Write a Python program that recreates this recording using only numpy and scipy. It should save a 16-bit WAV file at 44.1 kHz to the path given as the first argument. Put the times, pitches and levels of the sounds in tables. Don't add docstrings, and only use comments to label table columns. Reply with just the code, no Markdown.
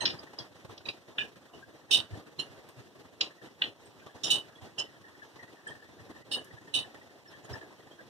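import sys
import numpy as np
from scipy import signal
from scipy.fft import rfft, irfft, next_fast_len
from scipy.io import wavfile
from scipy.ndimage import uniform_filter1d, map_coordinates

SR = 44100
rng = np.random.default_rng(int(sys.argv[2]) if len(sys.argv) > 2 else 0)


def elevation(decibels):
    levels = np.asarray(decibels, float)
    return 10 ** (levels / 20)


def unload_wav(signal):
    wavfile.write(
        sys.argv[1],
        SR,
        np.round(np.clip(np.atleast_2d(signal).T, -1, 1) * 32767).astype(np.int16),
    )


N = 356857


def unit(x):
    return x / np.sqrt(np.mean(x ** 2) + 1e-20)


def along(points, hz):
    f, v = np.transpose(points)
    return np.interp(np.log(hz + 1), np.log(f + 1), v)


def wobble(rate):
    knots = rng.standard_normal(int(N * rate / SR) + 4)
    return map_coordinates(knots, [np.arange(N) * rate / SR])


def filtered(x, response):
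    m = next_fast_len(x.shape[-1] + 8192)
    return irfft(rfft(x, m) * response(np.fft.rfftfreq(m, 1 / SR)), m)[..., :x.shape[-1]]


def add(track, s, sound, pan_db):
    place = track[:, round(max(s, 0) * SR):][:, :sound.shape[-1]]
    place += elevation(np.array([[pan_db / 2], [-pan_db / 2]])) * sound[..., :place.shape[1]]


def ring(hz, db, t60, attack, hold, rough, flutter_hz):
    t = np.arange(SR // 7) / SR
    hz, db, t60 = (np.atleast_1d(v)[:, None] for v in (hz, db, t60))
    knots = rng.standard_normal((2, 3, len(hz), 80))
    knots = knots[0] + 1j * knots[1]
    knots = 0.55 * knots[0] + 0.49 * knots[1:]
    place = np.clip(t * np.broadcast_to(flutter_hz, len(hz))[:, None], 0, 78)
    left = place.astype(int)
    part = np.sin(np.pi / 2 * (place % 1)) ** 2
    mode = np.arange(len(hz))[:, None]
    shake = knots[:, mode, left] * (1 - part) + knots[:, mode, left + 1] * part
    rough = np.clip(rough, 0, 1)
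    fade_db = db - 60 * np.maximum(t - hold, 0) / t60
    fade_db = fade_db - 20 * (t / 0.14) ** 4
    waves = elevation(fade_db) * np.exp(2j * np.pi * (hz * t + rng.random(hz.shape)))
    rise = np.sin(np.pi / 2 * np.minimum(t / attack, 1)) ** 2
    return rise * ((np.sqrt(1 - rough) + np.sqrt(rough) * shake) * waves).real.sum(axis=1)


# (time [s], lift [dB], stays open [s])
SWELLS = [(.02, 6.5, 0.091), (0.384, 10.5, 0.028), (.55, 5.5, 0.018), (.695, 8.5, 0.025),
          (0.862, 12, 0.037), (1.08, 6, 0.0084), (1.18, 12.5, 0.062), (1.537, 8, 0.029), (1.905, 13, 0.1),
          (2.106, 9.5, 0.068), (2.388, 13, .02), (2.5, 3.5, 0.078), (2.62, -2, 0.043), (2.765, 6.5, 0.026),
          (2.95, 1, 0.028), (3.207, 12, 0.041), (3.419, 9.5, 0.034), (3.612, 14.5, 0.049),
          (3.8, 3.5, 0.092), (4.145, 6, .012), (4.235, 13, 0.15), (4.615, 9.5, 0.04), (4.779, 14.5, 0.025),
          (5.666, 7.5, 0.034), (5.998, 4.5, 0.015), (6.09, 2.5, 0.032), (6.31, 8.5, 0.062),
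          (6.736, 10.5, 0.078), (7.3, 2, 0.045), (7.492, 12, 0.054)]
# (time [s], lift [dB])
OPENINGS = [(0.233, 7), (.335, 9.5), (.65, 11.5), (.807, 3.5), (1.32, 3), (1.36, 9.5), (1.456, 6),
            (2.174, 9), (2.69, 7.5), (3.858, 0.5), (4.065, 11.5), (4.49, 1), (5.23, 5.5), (5.36, 7.5),
            (5.431, 8.5), (5.529, 4), (5.81, -7), (6.23, -13), (6.675, 6.5), (6.946, 10), (7.24, -8),
            (7.709, 1.5), (7.45, 7), (3.74, -10), (7.91, 3), (8.01, 5)]
OPEN_S, CLOSE_S = 0.013, 0.044
DIP_S, DIP_SHARE = 0.03, 0.11


def suppressor_db():
    t = np.arange(N) / SR
    s, lift_db = np.transpose(OPENINGS)
    lifts = np.bincount(((s - .004) * SR).astype(int), lift_db, N)
    early = t[:2048]
    bump = np.minimum(early / 0.0041, 1) * np.exp(-(early / 0.018) ** 2)
    flick_db = signal.fftconvolve(lifts, bump)[:N]
    swell_db = np.zeros(N)
    for s, db, hold in SWELLS:
        opening = np.clip((t - s) / OPEN_S + .5, 0, 1)
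        closing = np.exp(-np.maximum(t - s - hold, 0) / CLOSE_S)
        dip = DIP_SHARE * np.exp(-((t - s + DIP_S) / OPEN_S) ** 2)
        swell_db += db * (opening * closing - dip)
    return flick_db, swell_db


# (where opposite paths cancel [Hz], phase the left leads by above it [rad])
PORTS = [(560, 0), (1640, 3.14), (2800, .2), (4050, -2.7), (5150, -5.75), (6400, -8.5), (7550, -11.35),
         (8750, -14.5), (10000, -16.85), (11100, -19.05), (12600, -15.75), (13750, -18.85), (14850, -15.7),
         (15550, -15.7)]
# (frequency [Hz], likeness [0-1])
ALIKE = [(60, 1), (120, 0.89), (170, 0.64), (400, 0.47), (800, 0.86), (1100, 1), (2250, 0.96), (3450, 1),
         (5800, 0.58), (8000, 0.46), (10500, .2), (12100, 0.35), (13300, .75), (14300, .9), (15300, .6)]


def likeness(hz):
    spacing = np.interp(hz, np.transpose(PORTS)[0], np.arange(len(PORTS)))
    comb = np.abs(np.sin(np.pi * spacing)) ** 1.26
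    return np.clip(along(ALIKE, hz), 0, 1) * np.where(hz > 1100, comb, 1)


def rush(spectrum, patchy_db):
    z = signal.stft(rng.standard_normal((2, N)), nperseg=512)[2]
    field = uniform_filter1d(rng.standard_normal(z.shape[1:]), size=6, axis=0)
    field = uniform_filter1d(field, size=6, axis=1)
    pair = signal.istft(z * elevation(patchy_db * unit(field)), nperseg=512)[1][:, :N]

    def mid_side(hz):
        turn = np.arccos(likeness(hz)) / 2
        return elevation(along(spectrum, hz)) * [np.cos(turn), np.sin(turn)]

    mid, side = filtered(pair, mid_side)
    return unit(np.array([mid + side, mid - side]))


# (time [s], level [dB])
ROAR = [(0, -48), (.5, -57), (1.4, -59), (2.6, -55.5), (3.75, -60.5), (4.0, -56), (4.7, -57.5),
        (5.2, -55.5), (8.09, -55.5)]
# (frequency [Hz], level per Hz [dB])
PUMPS = [(25, -18), (60, -8), (100, -2), (200, -5.5), (320, 0), (600, -4), (1000, -9), (1400, -12.5),
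         (1900, -10), (2500, -19), (4000, -22.5), (8000, -73)]
SPRAY = [(800, -36.5), (2000, 10.5), (3000, 14), (4500, 12), (6000, 9), (8000, 4), (11000, -2), (14000, -5),
         (15300, -9), (16000, -68.5)]
HISS = [(1500, -32), (3000, -15), (8000, -7), (12000, -9), (15300, -9), (16000, -64)]


def washer():
    flick_db, swell_db = suppressor_db()
    base_db = np.interp(np.arange(N) / SR, *np.transpose(ROAR))
    gate_db = base_db + 2.0 * wobble(55) + flick_db + swell_db
    roar = elevation(gate_db - 0.45) * rush(PUMPS, patchy_db=1.74)
    spray_pan = elevation(np.array([[-1.1], [1.1]]))
    spray = elevation(0.84 * gate_db - 18.5) * spray_pan * rush(SPRAY, patchy_db=1.35)
    hiss = elevation(-79.0 + 0.35 * flick_db + .15 * swell_db) * rush(HISS, patchy_db=1.0)
    return roar + spray + hiss


def scrape(db, low_hz, high_hz, hold, t60):
    t = np.arange(SR // 7) / SR
    noise = rng.standard_normal(len(t)) + 0.52 * rng.standard_normal((2, len(t)))

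    def band(f):
        return 1 / (1 + (low_hz / (f + 1)) ** 12) / (1 + (f / high_hz) ** 3) / (1 + (f / 10100) ** 40)

    fade_db = db - 60 * np.maximum(t - hold, 0) / t60 - 20 * (t / 0.11) ** 4
    return unit(filtered(noise, band)) * elevation(fade_db) * np.minimum(t / 0.0076, 1) ** 2


# (frequency [Hz], t60 [s])
GLAZE_T60 = [(3000, 1.85), (6000, 0.35), (12000, 0.97)]
JOLT_T60, JOLT_RISE_S = .1, 0.0038


def clink(low, high, high_db, jolts):
    hz, width, db = np.transpose([*low, *high])
    db = db + 10 * np.log10(width) + high_db * (np.arange(len(hz)) >= len(low))
    db = db - 10 * np.log10(np.sum(elevation(2 * db)))
    s, jolt_db = np.transpose(jolts)[..., None]
    age = np.maximum(np.arange(SR // 7) / SR - (s - s[0]), 0)
    pushes = elevation(jolt_db - 60 * age / JOLT_T60) * np.minimum(age / JOLT_RISE_S, 1)
    force = np.sqrt(np.sum(pushes ** 2, axis=0))
    t60 = along(GLAZE_T60, hz)
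    flutter_hz = np.clip(2.09 * width, 10, 500)
    tone = ring(hz, db + 4.0, t60, 0.006, 0.0033, rough=0.88, flutter_hz=flutter_hz)
    rattle = ring(hz, db - 3, t60, 0.005, .003, rough=1, flutter_hz=480)
    return force * (tone + rattle + scrape(-11, 2600, 3900, 0.027, .9))


# [(frequency [Hz], width [Hz], level [dB])]
BOWL_1 = [
    [(2675, 16, 3.5), (3000, 140, -2), (3544, 71.5, -4.5), (3680, 45, 0.5), (3830, 53, 0.5),
     (4510, 25, -1.5), (5150, 70, -11), (5400, 73, -11), (5660, 63, -16), (6010, 52, -14),
     (6360, 82, -13.5), (6760, 32, -17), (6940, 16, -21), (7270, 160, -29)],
    [(8000, 70, -4), (8100, 72, 1), (8910, 71, 2), (9620, 70, -1.5), (9920, 33, -12), (11700, 40, -16),
     (13700, 19, -14), (13900, 80, -12)],
]
BOWL_2 = [
    [(2710, 29, -9), (3025, 104, -2), (3340, 24, -12), (3470, 59, -7), (3740, 30, 3), (4290, 17, -19),
     (4620, 31, -8), (5170, 20, 0), (5320, 37, -4), (5700, 81, -3), (6210, 26, -22), (6700, 24, -15),
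     (6940, 38, -6), (7300, 54, -12)],
    [(8140, 38, -0.5), (8900, 35, -5), (9640, 37, -2), (11700, 49, -16), (13700, 38, -25)],
]
BOWL_3 = [
    [(2700, 20, -6), (2972, 67, 0), (3250, 63, -28), (3690, 86, -8.5), (3840, 110, -10), (4260, 49, -19),
     (4530, 49, -17), (4900, 110, -29), (5150, 29, -24), (5790, 56, -17.5), (6290, 240, -29),
     (6800, 69, -18), (7230, 40, -24)],
    [(7760, 62, -15), (8100, 110, -2), (8360, 130, -2.5), (8950, 130, -1), (9630, 52, -1.5),
     (10200, 39, -12), (11700, 41, -21), (12400, 60, -15), (13900, 200, -16)],
]
BOWL_4 = [
    [(2684, 27, -6), (2968, 47.4, -1), (3600, 30, -5), (3830, 60, -4), (4460, 88, -18), (5170, 71, -30),
     (5760, 35, -31), (6000, 64, -18.5), (6830, 48, -32), (7140, 48, -25)],
    [(7970, 79, -6), (8360, 59, -6), (8960, 51, 2), (9670, 29, 5.5), (13200, 31, -20), (13800, 84, -18),
     (14400, 42, -26)],
]
# (level of high modes [dB], jolts [(time [s], level [dB])])
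CLINKS = [
    (-14, [(1.911, -21.5), (1.916, -18), (1.929, -16.5), (1.938, -17), (1.948, -15.5), (1.958, -20), (1.973, -20), (1.99, -23.5), (2.003, -23)]),
    (-9.5, [(4.237, -24.5), (4.246, -26), (4.256, -28), (4.27, -26.5), (4.283, -29.5), (4.297, -33)]),
    (-18, [(4.304, -18.5), (4.312, -19), (4.319, -19.5), (4.333, -26), (4.344, -22.5), (4.358, -23.5), (4.367, -29), (4.384, -27.5), (4.399, -30)]),
    (-16, [(6.741, -23), (6.752, -21.5), (6.764, -24), (6.773, -27), (6.79, -25.5), (6.8, -30), (6.828, -33)]),
]
# (time [s], peak [dB], chatter [s], modes [(frequency [Hz], level [dB],
# t60 [s])])
CROCKERY = [
    (.856, -30, .004, [(2490, -3, .05), (3900, 4, 0.045)]),
    (0.0062, -30.5, 0.022, [(1860, -2, 0.088), (2730, -4.5, .12), (3090, -4, 0.12), (4094, -0.5, 0.34), (6270, -11, 0.16), (8420, -9, 0.058), (9000, -20, 0.067)]),
    (2.3907, -26, 0.017, [(2850, -4.5, 0.11), (3040, -3.5, 0.087), (4140, -1.5, 0.064), (5523, -21, 0.065), (7230, -14, 0.042), (9730, -19.5, 0.13)]),
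    (.886, -30, 0.0073, [(2430, 3.5, 0.071), (2640, 4, 0.063), (3850, 5.5, 0.053), (4740, 1, 0.028), (4970, -19, .091)]),
            (6.314, -25, 0.036, [(2840, -9.5, 0.13), (2964, -2, 0.28), (3727, -4, 0.16), (4070, -19, .12), (4350, -11, .12), (4560, -14, .12), (5160, -10.5, 0.11), (5400, -23, 0.089), (6840, -27, .12), (8100, -21.5, .1), (8393, -20, .08), (8900, -14, 0.21), (11100, -28, .13), (13900, -31, .12)]),
    (1.182, -32.5, 0.04, [(1698, -1, 0.16), (2450, 1, 0.08), (2700, 1, 0.073), (2930, 0, 0.12), (3580, -5.5, .1)]),
    (4.783, -27, 0.024, [(2787, -3.5, 0.097), (3020, 0.5, 0.13), (4130, -12, 0.055), (5170, -7, 0.094), (5740, -15, 0.092), (6106, -17, 0.058), (6800, -14.5, 0.088), (8450, -20, 0.087), (9100, -26, 0.073)]),
]


def bowls():
    track = np.zeros((2, N))
    for modes, (high_db, jolts) in zip([BOWL_1, BOWL_2, BOWL_3, BOWL_4], CLINKS):
        add(track, jolts[0][0] - .004, clink(*modes, high_db, jolts), pan_db=-5.0)
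    for s, db, chatter, modes in CROCKERY:
        modes = np.transpose(modes)
        tone = elevation(db - 4.0) * ring(*modes, 0.0094, chatter, rough=0.99, flutter_hz=143.6)
        rattle = elevation(db - 12) * ring(*modes, 0.006, chatter, rough=1, flutter_hz=470)
        rub = scrape(db - 20.0, 2460, 3900, chatter, 0.11)
        add(track, s - .003, tone + rattle + rub, pan_db=-4.5)
    return track


def single_rings(rows, t60, attack, rough, flutter_hz, pan_db):
    track = np.zeros((2, N))
    for s, db, hz in rows:
        add(track, s - attack / 2, ring(hz, db, t60, attack, 0.0075, rough, flutter_hz), pan_db)
    return track


# (time [s], peak [dB], frequency [Hz])
PINGS = [(.015, -30, 926), (.19, -45, 4900), (2.69, -59.5, 8670), (3.858, -54.5, 8400),
         (4.066, -44.5, 1130), (1.538, -45, 2900), (1.558, -50.5, 2910), (.858, -46, 4700),
         (8.005, -46, 584), (.4, -43, 3310), (.4, -42, 4700), (4.557, -49.5, 3350), (5.676, -41, 3200),
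         (6.1, -41.5, 295), (2.172, -37, 113), (7.277, -51, 5340), (7.33, -50, 3200), (7.442, -52, 6940),
         (7.45, -56, 8900), (7.53, -44.5, 5150), (7.56, -43, 923), (7.913, -46.5, 3230), (.018, -33, 608)]


def far_crockery():
    return single_rings(PINGS, 0.11, .011, rough=.9, flutter_hz=190, pan_db=-1.5)


def blow(db, tail_db, crack_band, echo_band, hz, modes_db):
    t = np.arange(SR // 7) / SR
    noise = rng.standard_normal(len(t)) + 0.6 * rng.standard_normal((2, len(t)))
    rise = np.minimum(t / 0.0044, 1) ** 5
    crack = filtered(noise * rise * elevation(-60 * t / 0.025), crack_band)
    echo_fade = elevation(-60 * t / 0.19 - 20 * (t / 0.12) ** 5)
    echoes = unit(filtered(noise[:, ::-1], echo_band)) * rise * echo_fade
    modes_db = modes_db - modes_db.max()
    modes = elevation(-1.5) * ring(hz, modes_db, 0.066, 0.0074, 0.0056, rough=0.82, flutter_hz=189)
    return elevation(db) * (crack / np.abs(crack).max() + elevation(tail_db) * (echoes + modes))


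# (contacts [(time [s], peak [dB], tail below crack [dB])], resonances [(frequency [Hz], width [Hz], level [dB])])
SLAMS = [
    ([(.057, -12.5, -14), (.0608, -14.5, -22), (.071, -24, -18), (.078, -24, -16), (.103, -29.5, -10)], [(1825, 66, -4.5), (2450, 28, -3), (2890, 25, -2.5), (3080, 120, -5), (3410, 27, -3), (3740, 220, -3.5), (4130, 84, 0), (4850, 21, -1), (5030, 54, -3), (5200, 100, -5), (5470, 32, -5.5), (6230, 56, -17.5)]),
    ([(1.1855, -16, -17)], [(1687, 53, -2.5), (2440, 45, -5), (2700, 27, 0), (3000, 120, 1), (3540, 50, -3.5), (4100, 37, -25)]),
    ([(3.2112, -10.5, -19), (3.2148, -17, -21.5)], [(2450, 41, -4), (2710, 27, -3), (2920, 48, -2), (3170, 65, -5), (3600, 110, -6.5), (3750, 56, -11), (4045, 39, -1.5), (4680, 31, -7), (5100, 34, -7), (5650, 49, -17.5), (6270, 110, -19), (6930, 65, -18.5), (7400, 84, -21)]),
    ([(3.6215, -13, -17.5), (3.641, -21, -18)], [(1620, 21, -14.5), (1870, 66, -5.5), (2510, 95, -7), (2700, 34, -3), (3020, 120, -1.5), (3390, 86, -4), (3730, 26, -15), (4040, 18, -5.5), (4310, 23, -12)]),
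]
# (time [s], peak [dB], lowest [Hz], highest [Hz], tail below crack [dB])
CLACKS = [(2.69, -51, 6000, 15500, -21), (6.446, -45, 5000, 13000, -18), (5.677, -37.5, 7300, 9400, -20),
          (0.3898, -23.5, 4560, 5330, -23), (0.89, -25.5, 2200, 5250, -22), (.392, -37, 3200, 6200, -12),
          (0.78, -36, 2300, 6000, -20), (4.07, -48, 500, 4000, -12), (1.32, -51, 400, 2000, -16),
          (4, -49, 2000, 2800, -10), (3.461, -49, 2750, 3200, -13), (.389, -39.5, 420, 3500, -21),
          (.698, -40, 300, 1500, -21), (.808, -43, 440, 1600, -23), (1.5, -50, 400, 1800, -19),
          (8.3, -41, 170, 1400, -17), (7.708, -47.5, 820, 1060, -21)]
# (frequency [Hz], level [dB])
RACK = [(1870, -1), (2440, -14), (2690, -2), (2945, -2), (3246, -13), (3526, -8), (3740, -10), (4060, -0.5),
        (4893, -10), (5200, -3), (5750, -19)]
PAWL_HZ, PAWL_PAN_DB, RACK_PAN_DB = 5000, -7, 0
CRACK_WIDER_HZ, ECHO_WIDER_HZ = 400, 170


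def rack():
    track = np.zeros((2, N))
    hz, level_db = np.transpose(RACK)
    for s, db, low_hz, high_hz, tail_db in CLACKS:
        band = lambda f: 1 / (1 + (low_hz / (f + 1)) ** 16) / (1 + (f / high_hz) ** 36)
        modes_db = level_db + 20 * np.log10(band(hz) + 1e-9) + rng.normal(0, 2.5, len(hz))
        pan_db = PAWL_PAN_DB if low_hz > PAWL_HZ else RACK_PAN_DB
        add(track, s - .005, blow(db, tail_db, band, band, hz, modes_db), pan_db)
    for contacts, peaks in SLAMS:
        centre, width, top_db = np.transpose(peaks)[..., None]

        def body(f, wider_hz):
            humps = elevation(2 * top_db) / (1 + (2 * (f - centre) / (wider_hz + width)) ** 4)
            return np.sqrt(np.sum(humps, axis=0))

        crack_band = lambda f: body(f, CRACK_WIDER_HZ)
        echo_band = lambda f: body(f, ECHO_WIDER_HZ)
        for s, db, tail_db in contacts:
            slam = blow(db, tail_db, crack_band, echo_band, centre[:, 0], top_db[:, 0])
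            add(track, s - .005, slam, RACK_PAN_DB)
    return track


# (time [s], peak [dB], frequency [Hz])
CHIRPS = [(0.267, -46, 1840), (1.6272, -46, 1630), (2.14, -49, 1750), (3.307, -50, 1770),
          (4.0197, -51.5, 1550), (5.041, -47, 1790), (5.0664, -49, 1790), (5.1462, -52, 1810),
          (5.221, -42.5, 1717), (5.3913, -43.5, 1950), (5.4281, -42, 1880), (5.668, -33.5, 1755),
          (5.7096, -39.5, 1780), (5.7526, -44.5, 1770), (5.8255, -48, 1760), (5.9284, -56, 1630),
          (5.9878, -48, 1830), (6.1644, -45.5, 1820), (6.3826, -43, 1730), (6.6751, -47.5, 1800),
          (6.9461, -46.5, 1865), (7.2779, -51, 1730), (7.3402, -46, 1774), (7.5397, -36, 1750),
          (7.6136, -40, 1740), (7.9887, -42.5, 1660)]
SQUEAKS = [(4.9621, -57, 1740), (5.1048, -59, 1740), (6.1005, -54, 1990), (6.1454, -57, 1810),
           (6.319, -44, 1780), (6.3647, -48, 1710), (6.5066, -51, 1880), (6.5785, -49, 1780),
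           (6.8386, -46, 1770), (7.2579, -53.5, 1750), (7.3254, -53, 1780), (7.3701, -55, 1790),
           (7.4515, -56, 1770), (7.499, -52, 1780), (7.9164, -57, 1690)]


def rollers():
    chance = rng.random((64, 3))
    patter_s = N / SR * chance[:, 0] ** .6
    patter = np.c_[patter_s, -60 + 9 * chance[:, 1], 1650 + 300 * chance[:, 2]]
    rows = np.r_[CHIRPS, SQUEAKS, patter]
    return single_rings(rows, 0.11, 0.00817, rough=0.95, flutter_hz=170, pan_db=2.0)


# (time [s], peak [dB], frequency [Hz])
THUDS = [(0.406, -41.5, 123.4), (0.691, -42, 100), (0.872, -47, 122), (1.901, -52, 108), (2.11, -40, 110),
         (2.13, -30, 100), (2.13, -43, 336), (2.178, -43, 297), (2.385, -44.5, 136), (2.499, -45, 85),
         (2.774, -37.5, 120.8), (4.149, -50, 99), (4.626, -39, 99), (5.355, -50, 134), (5.738, -53, 132.5),
         (6.001, -41.5, 105), (6.537, -41, 110), (7.508, -33.5, 103.7), (7.531, -33, 112)]


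def table():
    return single_rings(THUDS, .13, 0.0195, rough=0.53, flutter_hz=60, pan_db=-1.0)


# (frequency [Hz], t60 [s])
KITCHEN = [(200, .3), (2000, 0.22), (6000, 0.19), (12000, 0.22)]


def kitchen(x):
    hz, t, z = signal.stft(rng.standard_normal((2, SR // 2)), SR, nperseg=256)
    fade = elevation(-60 * t / along(KITCHEN, hz)[:, None])
    tail = signal.istft(z * fade, SR, nperseg=256)[1]
    tail[1] = 0.5 * tail[0] + 0.81 * tail[1]
    return signal.fftconvolve(x, tail / np.linalg.norm(tail[0]), axes=1)[:, :N]


def treble_sunk(background, loud):
    power = np.abs(uniform_filter1d((loud ** 2).mean(axis=0), size=1024))
    over_db = np.maximum(10 * np.log10(power + 1e-12) + 37.0, 0)
    treble = filtered(background, lambda hz: hz > 10200)
    return background - treble * (1 - elevation(-1.3 * over_db))


# (frequency [Hz], width [Hz], share lost [0-1])
HIT_DIPS = [(2233, 120, .85), (7660, 160, .85)]


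def near_hit_dips(hz):
    return 1 - sum(np.clip(lost, 0, 1) * np.exp(-((hz - c) / w) ** 4) for c, w, lost in HIT_DIPS)


def scene():
    clinks = bowls()
    hits = clinks + rack()
    hits = hits + elevation(-15.0) * kitchen(hits)
    hits = filtered(hits, near_hit_dips)
    unlike = filtered(hits[0] - hits[1], lambda hz: likeness(hz) ** 14) / 2
    hits = hits + unlike * [[-1], [1]]
    return hits + rollers() + far_crockery() + table() + treble_sunk(washer(), clinks)


def roll_off(x):
    return signal.sosfilt(signal.butter(12, 15600, fs=SR, output="sos"), x)


BASS_HZ, BASS_RAD, BASS_PAN_DB = 130, 1.9, -1.5
MIC_LOW_HZ = 70.5


def record(dry):
    cancel_hz, rad = np.transpose(PORTS)
    dry = filtered(dry, lambda hz: .2 + 0.79 / (1 + (MIC_LOW_HZ / (hz + 1)) ** 6))

    def ports(hz):
        bass = 1 / (1 + (hz / BASS_HZ) ** 4)
        steps = rad[np.maximum(np.searchsorted(cancel_hz, hz) - 1, 0)]
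        turn = uniform_filter1d(steps, size=2500) + BASS_RAD * bass
        turn = turn - 1j * np.log(elevation(BASS_PAN_DB)) * bass
        return np.exp(.5j * turn * np.array([[1], [-1]]))

    return roll_off(filtered(dry, ports))


dry = scene()
out = record(dry)
unload_wav(out)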